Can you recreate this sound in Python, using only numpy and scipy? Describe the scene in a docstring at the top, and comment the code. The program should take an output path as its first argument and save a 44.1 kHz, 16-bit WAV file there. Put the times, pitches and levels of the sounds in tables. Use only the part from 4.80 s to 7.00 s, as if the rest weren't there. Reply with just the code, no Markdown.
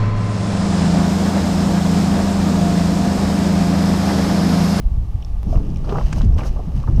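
"""Wind buffets a camera microphone on an open boat deck: shaped noises make a low rumble, faster eddies
and a rough flutter, and single pressure pulses make the thumps.
Beside the boat a hooked fish is pulled from the lake: ringing bubbles plop and gurgle, noise bursts slap,
and random impulses, hiss and spiky noise make the spray.
Fishing tackle ticks in short noise bursts and snaps once, over the faint noise wash of the water."""
import sys
import numpy as np
from scipy import signal
from scipy.fft import rfft, irfft
from scipy.io import wavfile
from scipy.ndimage import uniform_filter1d

SR = 44100
rng = np.random.default_rng(int(sys.argv[2]) if len(sys.argv) > 2 else 0)


def generate_wav(sig):
    """Save sig (samples, or channels by samples) to the path in sys.argv[1] as 16-bit PCM at SR."""
    pcm = np.round(np.clip(np.atleast_2d(sig).T, -1, 1) * 32767).astype(np.int16)
    wavfile.write(sys.argv[1], SR, pcm)


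N = 97020  # samples, 2.2 s

# Spectrum of the lake wash. Each row: frequency in Hz, relative density in dB.
LAKE_SPECTRUM = [(150, 8), (400, 3.5), (620, 3), (820, 7.5), (1000, -2), (1170, 3), (1400, -11.5),
                 (2000, -11.5), (2800, -11.5), (3600, -14), (5500, -16.5), (7500, -21.5), (11000, -22.5),
                 (15000, -27.5)]
LAKE_DB = -47

# Sharp ticks of tackle and flung drops. Each row: start in seconds, relative level in dB,
# centre in Hz, spread in octaves, decay time constant in seconds.
TACKLE_TICKS = [(.423, -47, 5300, 0.19, 0.0014), (.426, -47.5, 2980, 0.25, 0.0039),
                (.448, -38, 5100, 0.16, 0.0011), (.4485, -49, 3400, 0.14, .0016),
                (.482, -59, 4400, 0.12, 0.0021), (.902, -50, 5400, 0.28, .0015),
                (.912, -54, 6300, .3, .001), (.945, -52, 5400, .3, .0015),
                (.960, -44.5, 5240, 0.24, 0.0016), (.9605, -47, 2500, .3, .002),
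                (.9715, -40, 5600, 0.37, 0.0008), (1.328, -35.5, 5470, 0.46, 0.0041),
                (1.417, -33.5, 2920, 0.58, 0.0016), (1.4305, -43, 2700, 0.45, 0.0013),
                (1.448, -47, 4800, .6, .001), (1.543, -52.5, 5600, .1, 0.0047),
                (2.162, -49.5, 5570, 0.077, 0.0045)]
# Slaps of water. Each row: start in seconds, relative level in dB,
# centre in Hz, spread in octaves, decay time constant in seconds.
WATER_SLAPS = [(.673, -40, 420, .4, 0.0054), (.729, -51, 2500, 0.34, 0.004),
               (.755, -49.5, 2160, 0.29, 0.01), (1.002, -44, 550, 0.28, 0.0033),
               (1.044, -43, 1050, 0.22, 0.011), (1.046, -55, 4860, 0.18, .01),
               (1.092, -37, 950, 0.54, 0.01), (1.093, -42, 3000, 0.56, 0.0093),
               (1.111, -52, 800, 0.4, 0.01), (1.124, -27, 1074, 0.14, 0.0032), (1.143, -38, 850, .28, .013),
               (1.156, -32, 1080, 0.3, 0.0094), (1.1845, -22, 736, 0.7, 0.003),
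               (1.211, -29, 780, 0.55, 0.0048), (1.324, -44.5, 2190, .8, 0.0058),
               (1.3275, -29, 1100, 0.89, 0.0041), (1.380, -27.5, 646, 0.43, 0.0025),
               (1.410, -34, 640, 0.73, 0.0069), (1.581, -42, 1300, 0.96, 0.012),
               (1.589, -35.5, 900, 0.42, 0.026), (1.606, -42, 2300, 0.24, 0.007),
               (1.632, -44, 1500, 0.38, 0.014), (1.760, -40, 470, 0.68, 0.028),
               (1.792, -36, 620, .22, .009), (2.075, -35.5, 850, 0.53, 0.013)]
# Peak of the first crack in dB, beside a noise of rms 2 (+6 dB).
SLAP_CRACK_DB, TICK_CRACK_DB = -4, 7
HIT_ATTACK_S = 0.00021

# Spectrum of the tackle snap. Each row: frequency in Hz, relative density in dB.
SNAP_SPECTRUM = [(250, 16), (700, 21), (1200, 12), (2500, 4), (5000, -1), (9000, -7), (15000, -3)]
SNAP_S, SNAP_PEAK_DB = .6315, -20.5

# Course of the churned water. Each row: time in seconds, level before the trim in dB.
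CHURN_LEVEL = [(.62, -68), (.68, -47.5), (.76, -35.5), (.83, -51.5), (.94, -47), (1.01, -63), (1.08, -33.5),
               (1.125, -30.5), (1.19, -29), (1.24, -41), (1.34, -42.5), (1.39, -38), (1.46, -59),
               (1.56, -44), (1.59, -36), (1.66, -32.5), (1.72, -53.5), (1.795, -39.5), (1.83, -51.5),
               (2.03, -45), (2.18, -68)]
# Spectrum of the churned water. Each row: frequency in Hz, relative density in dB.
CHURN_SPECTRUM = [(200, 2), (380, -1), (470, 1), (560, 2.5), (780, 2), (950, -4.5), (1150, -0.5),
                  (1400, -7.5), (1800, -36), (3000, -22), (6000, -58)]
CHURN_TRIM_DB, CHURN_STEADY_S = 0.5, 0.088
BUBBLES_PER_S, BUBBLE_SPREAD_DB = 1500, 2
BUBBLE_CYCLES = 8.3  # cycles at the starting pitch within the t60
BUBBLE_RISE = 0.055  # fraction by which the pitch climbs within the t60

# Large single bubbles. Each row: start in seconds, starting pitch in Hz,
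# level before attack and decay in dB, ring t60 in seconds.
LARGE_BUBBLES = [(.7275, 650, -19, 0.057), (.740, 634, -22.5, 0.057), (1.124, 392, -14.5, 0.066),
                 (1.150, 768, -23.5, 0.089), (1.182, 1110, -18, 0.012), (2.038, 1094, -26, 0.025)]
PLOP_RISE_PER_S, PLOP_ATTACK_S = 3.9, 0.00052

# Course of the spray. Each row: time in seconds, level before the trim in dB.
SPRAY_LEVEL = [(.62, -69), (.75, -54.5), (.81, -58.5), (1.02, -61), (1.10, -50), (1.21, -46.5),
               (1.30, -49.5), (1.39, -46), (1.44, -51), (1.49, -61.5), (1.565, -57.5), (1.585, -41.5),
               (1.63, -49), (1.675, -45), (1.70, -55.5), (1.9, -63), (1.98, -51.5), (2.05, -58.5),
               (2.18, -56.5)]
# Spectrum of the spray. Each row: frequency in Hz, relative density in dB.
SPRAY_SPECTRUM = [(700, -34), (1600, 5), (2200, 0), (2900, 6), (3500, -3.5), (5000, 0), (6300, -1),
                  (7100, -10.5), (8200, -10), (9200, -14.5), (15000, -20)]
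DROPS_PER_S, DROP_SPREAD_DB = 3200, 5
MIST_DB, SPRAY_TRIM_DB = -2, 1  # hiss relative to the drops before filtering; trim of the whole

# Showers of fine droplets. Each row: middle in seconds, level in dB, Gaussian half-length in seconds.
DROPLET_SHOWERS = [(0.728, -54, 0.038), (1.378, -49, 0.019), (1.669, -45.5, 0.017)]
# Spectrum of the showers. Each row: frequency in Hz, relative density in dB.
SHOWER_SPECTRUM = [(2000, -24), (4000, -7), (5500, 2), (6500, -2), (7500, -11), (10000, -11), (15000, -17)]

# Course of the deep wind rumble. Each row: time in seconds, level before the trim in dB.
RUMBLE_LEVEL = [(0.0, -26), (0.05, -20), (0.09, -38), (0.14, -19), (0.19, -18), (0.27, -23.5),
                (0.36, -23.5), (0.41, -27), (0.48, -27), (0.52, -19.5), (0.59, -19), (0.64, -26),
                (0.66, -20), (0.77, -20.5), (0.82, -22), (1.21, -22.5), (1.25, -23), (1.29, -28),
                (1.36, -20), (1.45, -14), (1.57, -10.5), (1.61, -27), (1.70, -18.5), (1.76, -20),
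                (1.83, -26.5), (1.87, -25.5), (2.03, -24), (2.09, -18), (2.13, -16.5), (2.19, -11.5)]
# Course of the faster eddies at the port. Each row: time in seconds, level before the trim in dB.
EDDY_LEVEL = [(0.0, -33.5), (0.17, -31), (0.3, -35), (0.63, -37), (0.67, -26.5), (0.72, -25), (0.77, -21),
              (0.85, -28), (0.92, -24), (1.0, -27), (1.13, -24.5), (1.17, -19.5), (1.23, -29), (1.35, -21),
              (1.47, -20), (1.56, -25.5), (1.64, -27), (1.86, -33.5), (1.885, -16.5), (1.915, -39),
              (1.955, -21), (1.99, -19), (2.02, -33), (2.06, -27), (2.1, -19.5), (2.19, -17.5)]
# Course of the rough flutter in stronger gusts. Each row: time in seconds, level before the trim in dB.
FLUTTER_LEVEL = [(0, -45), (.63, -51), (.675, -28.5), (.73, -33.5), (.765, -25.5), (.81, -32), (.90, -28.5),
                 (.97, -34), (1.07, -32), (1.18, -28.5), (1.29, -43.5), (1.38, -32), (1.41, -31.5),
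                 (1.455, -23.5), (1.49, -32.5), (1.58, -29), (1.70, -37.5), (1.79, -33.5), (1.86, -38.5),
                 (1.97, -42), (2.05, -45), (2.085, -26), (2.19, -32.5)]
# Spectra of the three wind layers. Each row: frequency in Hz, relative density in dB.
RUMBLE_SPECTRUM = [(5, -32), (13, -2), (24, -1.5), (38, -1.5), (52, 0), (72, -6), (95, -13), (140, -39),
                   (250, -76), (600, -85)]
EDDY_SPECTRUM = [(50, -25), (90, -3), (120, 0), (155, -1), (200, -10), (270, -18), (450, -35), (800, -37.5),
                 (1600, -53.5), (5000, -76)]
FLUTTER_SPECTRUM = [(130, 4.5), (220, 7.5), (280, 3.5), (400, 0), (520, -10.5), (800, -23), (1500, -56),
                    (4000, -70)]
RUMBLE_TRIM_DB, EDDY_TRIM_DB, FLUTTER_TRIM_DB = 1.5, -1, -1.5
RUMBLE_STEADY_S, EDDY_STEADY_S = 0.052, 0.02  # the flutter shares the second span

# Single buffets of wind. Each row: centre in seconds, direction of the pressure, peak in dB,
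# half-width to the zero crossing in seconds.
WIND_BUFFETS = [(.068, 'suck', -4, 0.0063), (0.12, 'push', -7.5, 0.0046), (.181, 'push', -9, 0.0032),
                (.354, 'push', -9.5, 0.0034), (0.58, 'push', -16, 0.0035), (0.671, 'suck', -11, 0.0018),
                (.713, 'suck', -9.5, 0.0046), (0.768, 'suck', -1, 0.0034), (0.786, 'push', -6, 0.0051),
                (1.254, 'suck', -4, 0.0055), (1.405, 'push', -3, 0.0047), (1.440, 'suck', -11.5, 0.0014),
                (1.464, 'suck', -10, 0.002), (1.471, 'push', -4, 0.0028), (1.499, 'push', -5, 0.0032),
                (1.52, 'suck', -3.5, 0.0054), (1.575, 'suck', -2.5, 0.0041), (1.708, 'push', -6, 0.0065),
                (1.952, 'push', -9.5, 0.0053), (1.984, 'push', -7, 0.0025), (2.092, 'suck', -2, 0.0032),
                (2.174, 'suck', -2.5, 0.0048)]
# Sign of the pressure. Each entry: direction, factor without unit.
PRESSURE_SIGN = {'push': 1, 'suck': -1}

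ROUNDING_CEILING, TOP_HZ = .95, 15500  # full-scale amplitude, low-pass edge


def undb(db):
    """Amplitude gain is the antilogarithm of decibels over twenty."""
    return 10 ** (np.asarray(db) / 20)


def unit(x):
    """Normalisation: dividing by the root mean square gives rms 1."""
    return x / np.sqrt(np.mean(x ** 2))


def swell(curve):
    """Amplitude envelope: levels in dB are interpolated over time and turned into gain."""
    return undb(np.interp(np.arange(N) / SR, *np.array(curve).T))


def colour(x, points):
    """Linear filtering: the spectrum is weighted along a log-frequency curve, then set to rms 1."""
    point_hz, point_db = np.array(points).T
    hz = np.maximum(np.arange(N // 2 + 1) * SR / N, 1)
    weight = undb(np.interp(np.log(hz), np.log(point_hz), point_db))
    return unit(irfft(rfft(x) * weight, N))


def steady(x, span_s):
    """Envelope division: chance swells of a noise slower than the span are evened out."""
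    size = max(int(span_s * SR), 2)
    power = np.abs(signal.hilbert(x)) ** 2
    smooth_power = uniform_filter1d(uniform_filter1d(power, size), size)
    return unit(x / np.sqrt(smooth_power + 1e-9))


def add(out, start_s, x):
    """Superposition: a sound is summed in at its start time."""
    i = int(start_s * SR)
    out[i:i + len(x)] += x[:max(len(out) - i, 0)]


def lake():
    """Stationary random noise: the faint, even wash of ripples and distant trees."""
    return colour(rng.standard_normal(N), LAKE_SPECTRUM) * undb(LAKE_DB)


def hits(rows, crack_db):
    """Impact: a crack at first contact with a decaying noise burst, both in one band."""
    out, size = np.zeros(N), 4096
    t = np.arange(size) / SR
    f = np.maximum(np.arange(size // 2 + 1) * SR / size, 1)
    for start, db, hz, octaves, decay in rows:
        register = np.exp(-.5 * (np.log2(f / hz) / octaves) ** 2)
        noise = steady(irfft(rfft(rng.standard_normal(size)) * register), span_s=0.005)
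        crack = np.roll(irfft(register), int(SR / hz))  # one period late, clear of the attack
        burst = 2 * noise + undb(crack_db) * crack / crack.max()
        envelope = np.exp(-t / decay) * (1 - np.exp(-t / HIT_ATTACK_S))
        add(out, start, undb(db) * burst * envelope)
    return out


def ticks():
    """Impact of small hard bodies: tackle and flung drops give a strong crack and a brief burst."""
    return hits(TACKLE_TICKS, TICK_CRACK_DB)


def snap():
    """Impulse response: one filtered unit pulse is a dry snap of the tackle."""
    impulse = 1. * (np.arange(N) == int(SNAP_S * SR))
    click = colour(impulse, SNAP_SPECTRUM)
    return undb(SNAP_PEAK_DB) * click / click.max()


def spray():
    """Random impulses: countless small drops crackle on the water over a fine hiss."""
    chance, size = rng.random(N), rng.exponential(size=N)
    sign, mist = rng.choice([-1, 1], N), rng.standard_normal(N)
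    drops = (chance < DROPS_PER_S / SR) * sign * undb(DROP_SPREAD_DB * np.minimum(size, 5))
    mixture = unit(drops) + undb(MIST_DB) * mist
    return colour(mixture, SPRAY_SPECTRUM) * swell(SPRAY_LEVEL) * undb(SPRAY_TRIM_DB)


def showers():
    """Spiky noise in Gaussian envelopes: sheets of the finest droplets land with a bright fizz."""
    t = np.arange(N) / SR
    level = np.zeros(N)
    for middle, db, length in DROPLET_SHOWERS:
        level += undb(db) * np.exp(-.5 * ((t - middle) / length) ** 2)
    return level * colour(rng.laplace(size=N), SHOWER_SPECTRUM)


def slaps():
    """Impact on a liquid: each slap of water is a crack and a burst in its own band."""
    return hits(WATER_SLAPS, SLAP_CRACK_DB)


def bubble(hz, t60, rise_per_s):
    """Damped oscillation of trapped air: the pitch climbs as the bubble nears the surface."""
    t = np.arange(int(t60 * SR) + 2) / SR
    cycles = hz * t * (1 + rise_per_s * t / 2)
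    return np.sin(2 * np.pi * cycles) * np.exp(-np.log(1000) * t / t60)


def plops():
    """Resonance of large air pockets: each closes and rings with a rising pitch."""
    out = np.zeros(N)
    for start, hz, db, t60 in LARGE_BUBBLES:
        ring = bubble(hz, t60, PLOP_RISE_PER_S)
        attack = 1 - np.exp(-np.arange(len(ring)) / SR / PLOP_ATTACK_S)
        add(out, start, undb(db) * ring * attack)
    return out


def churn():
    """Superposed damped resonances: thrashed water gurgles as a crowd of short-lived bubbles."""
    out = np.zeros(N)
    for when, pitch, size, sign in rng.random((int(BUBBLES_PER_S * N / SR), 4)):
        hz = 300 * 8 ** pitch  # 300 to 2400 Hz, even in octaves
        t60 = BUBBLE_CYCLES / hz
        strength = undb(-BUBBLE_SPREAD_DB * np.log(1 - size))
        gain = np.sign(sign - .5) * np.sqrt(hz) * strength
        add(out, when * N / SR, gain * bubble(hz, t60, BUBBLE_RISE / t60))
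    gurgle = steady(colour(out, CHURN_SPECTRUM), CHURN_STEADY_S)
    return gurgle * swell(CHURN_LEVEL) * undb(CHURN_TRIM_DB)


def buffets():
    """Vortex passage at the port: a brief push or suction between two softer opposite swings."""
    out = np.zeros(N)
    for when, direction, db, width in WIND_BUFFETS:
        u = (np.arange(N) / SR - when) / width
        pressure = (1 - u ** 2) / (1 + u ** 2 / 9) ** 6
        out += PRESSURE_SIGN[direction] * undb(db) * pressure
    return out


def wind():
    """Turbulent pressure on the microphone: slow large eddies, quick small ones and a rough flutter."""
    rumble = steady(colour(rng.standard_normal(N), RUMBLE_SPECTRUM), RUMBLE_STEADY_S)
    eddies = steady(colour(rng.standard_normal(N), EDDY_SPECTRUM), EDDY_STEADY_S)
    flutter = steady(colour(rng.standard_normal(N), FLUTTER_SPECTRUM), EDDY_STEADY_S)
    rumble *= swell(RUMBLE_LEVEL) * undb(RUMBLE_TRIM_DB)
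    eddies *= swell(EDDY_LEVEL) * undb(EDDY_TRIM_DB)
    flutter *= swell(FLUTTER_LEVEL) * undb(FLUTTER_TRIM_DB)
    return rumble + eddies + flutter


def scene():
    """Superposition: lake, tackle, splashing fish and wind add at one microphone."""
    tackle = ticks() + snap()
    fish = spray() + showers() + slaps() + plops() + churn()
    return (lake() + tackle + fish + buffets() + wind())[None]


def record(dry):
    """Saturation and low-pass filtering: the camera rounds the strongest gusts and cuts the top."""
    rounded = ROUNDING_CEILING * np.tanh(dry / ROUNDING_CEILING)
    low_pass = signal.ellip(8, .2, 70, TOP_HZ, fs=SR, output="sos")
    return signal.sosfilt(low_pass, rounded)


dry = scene()
out = record(dry)
generate_wav(out)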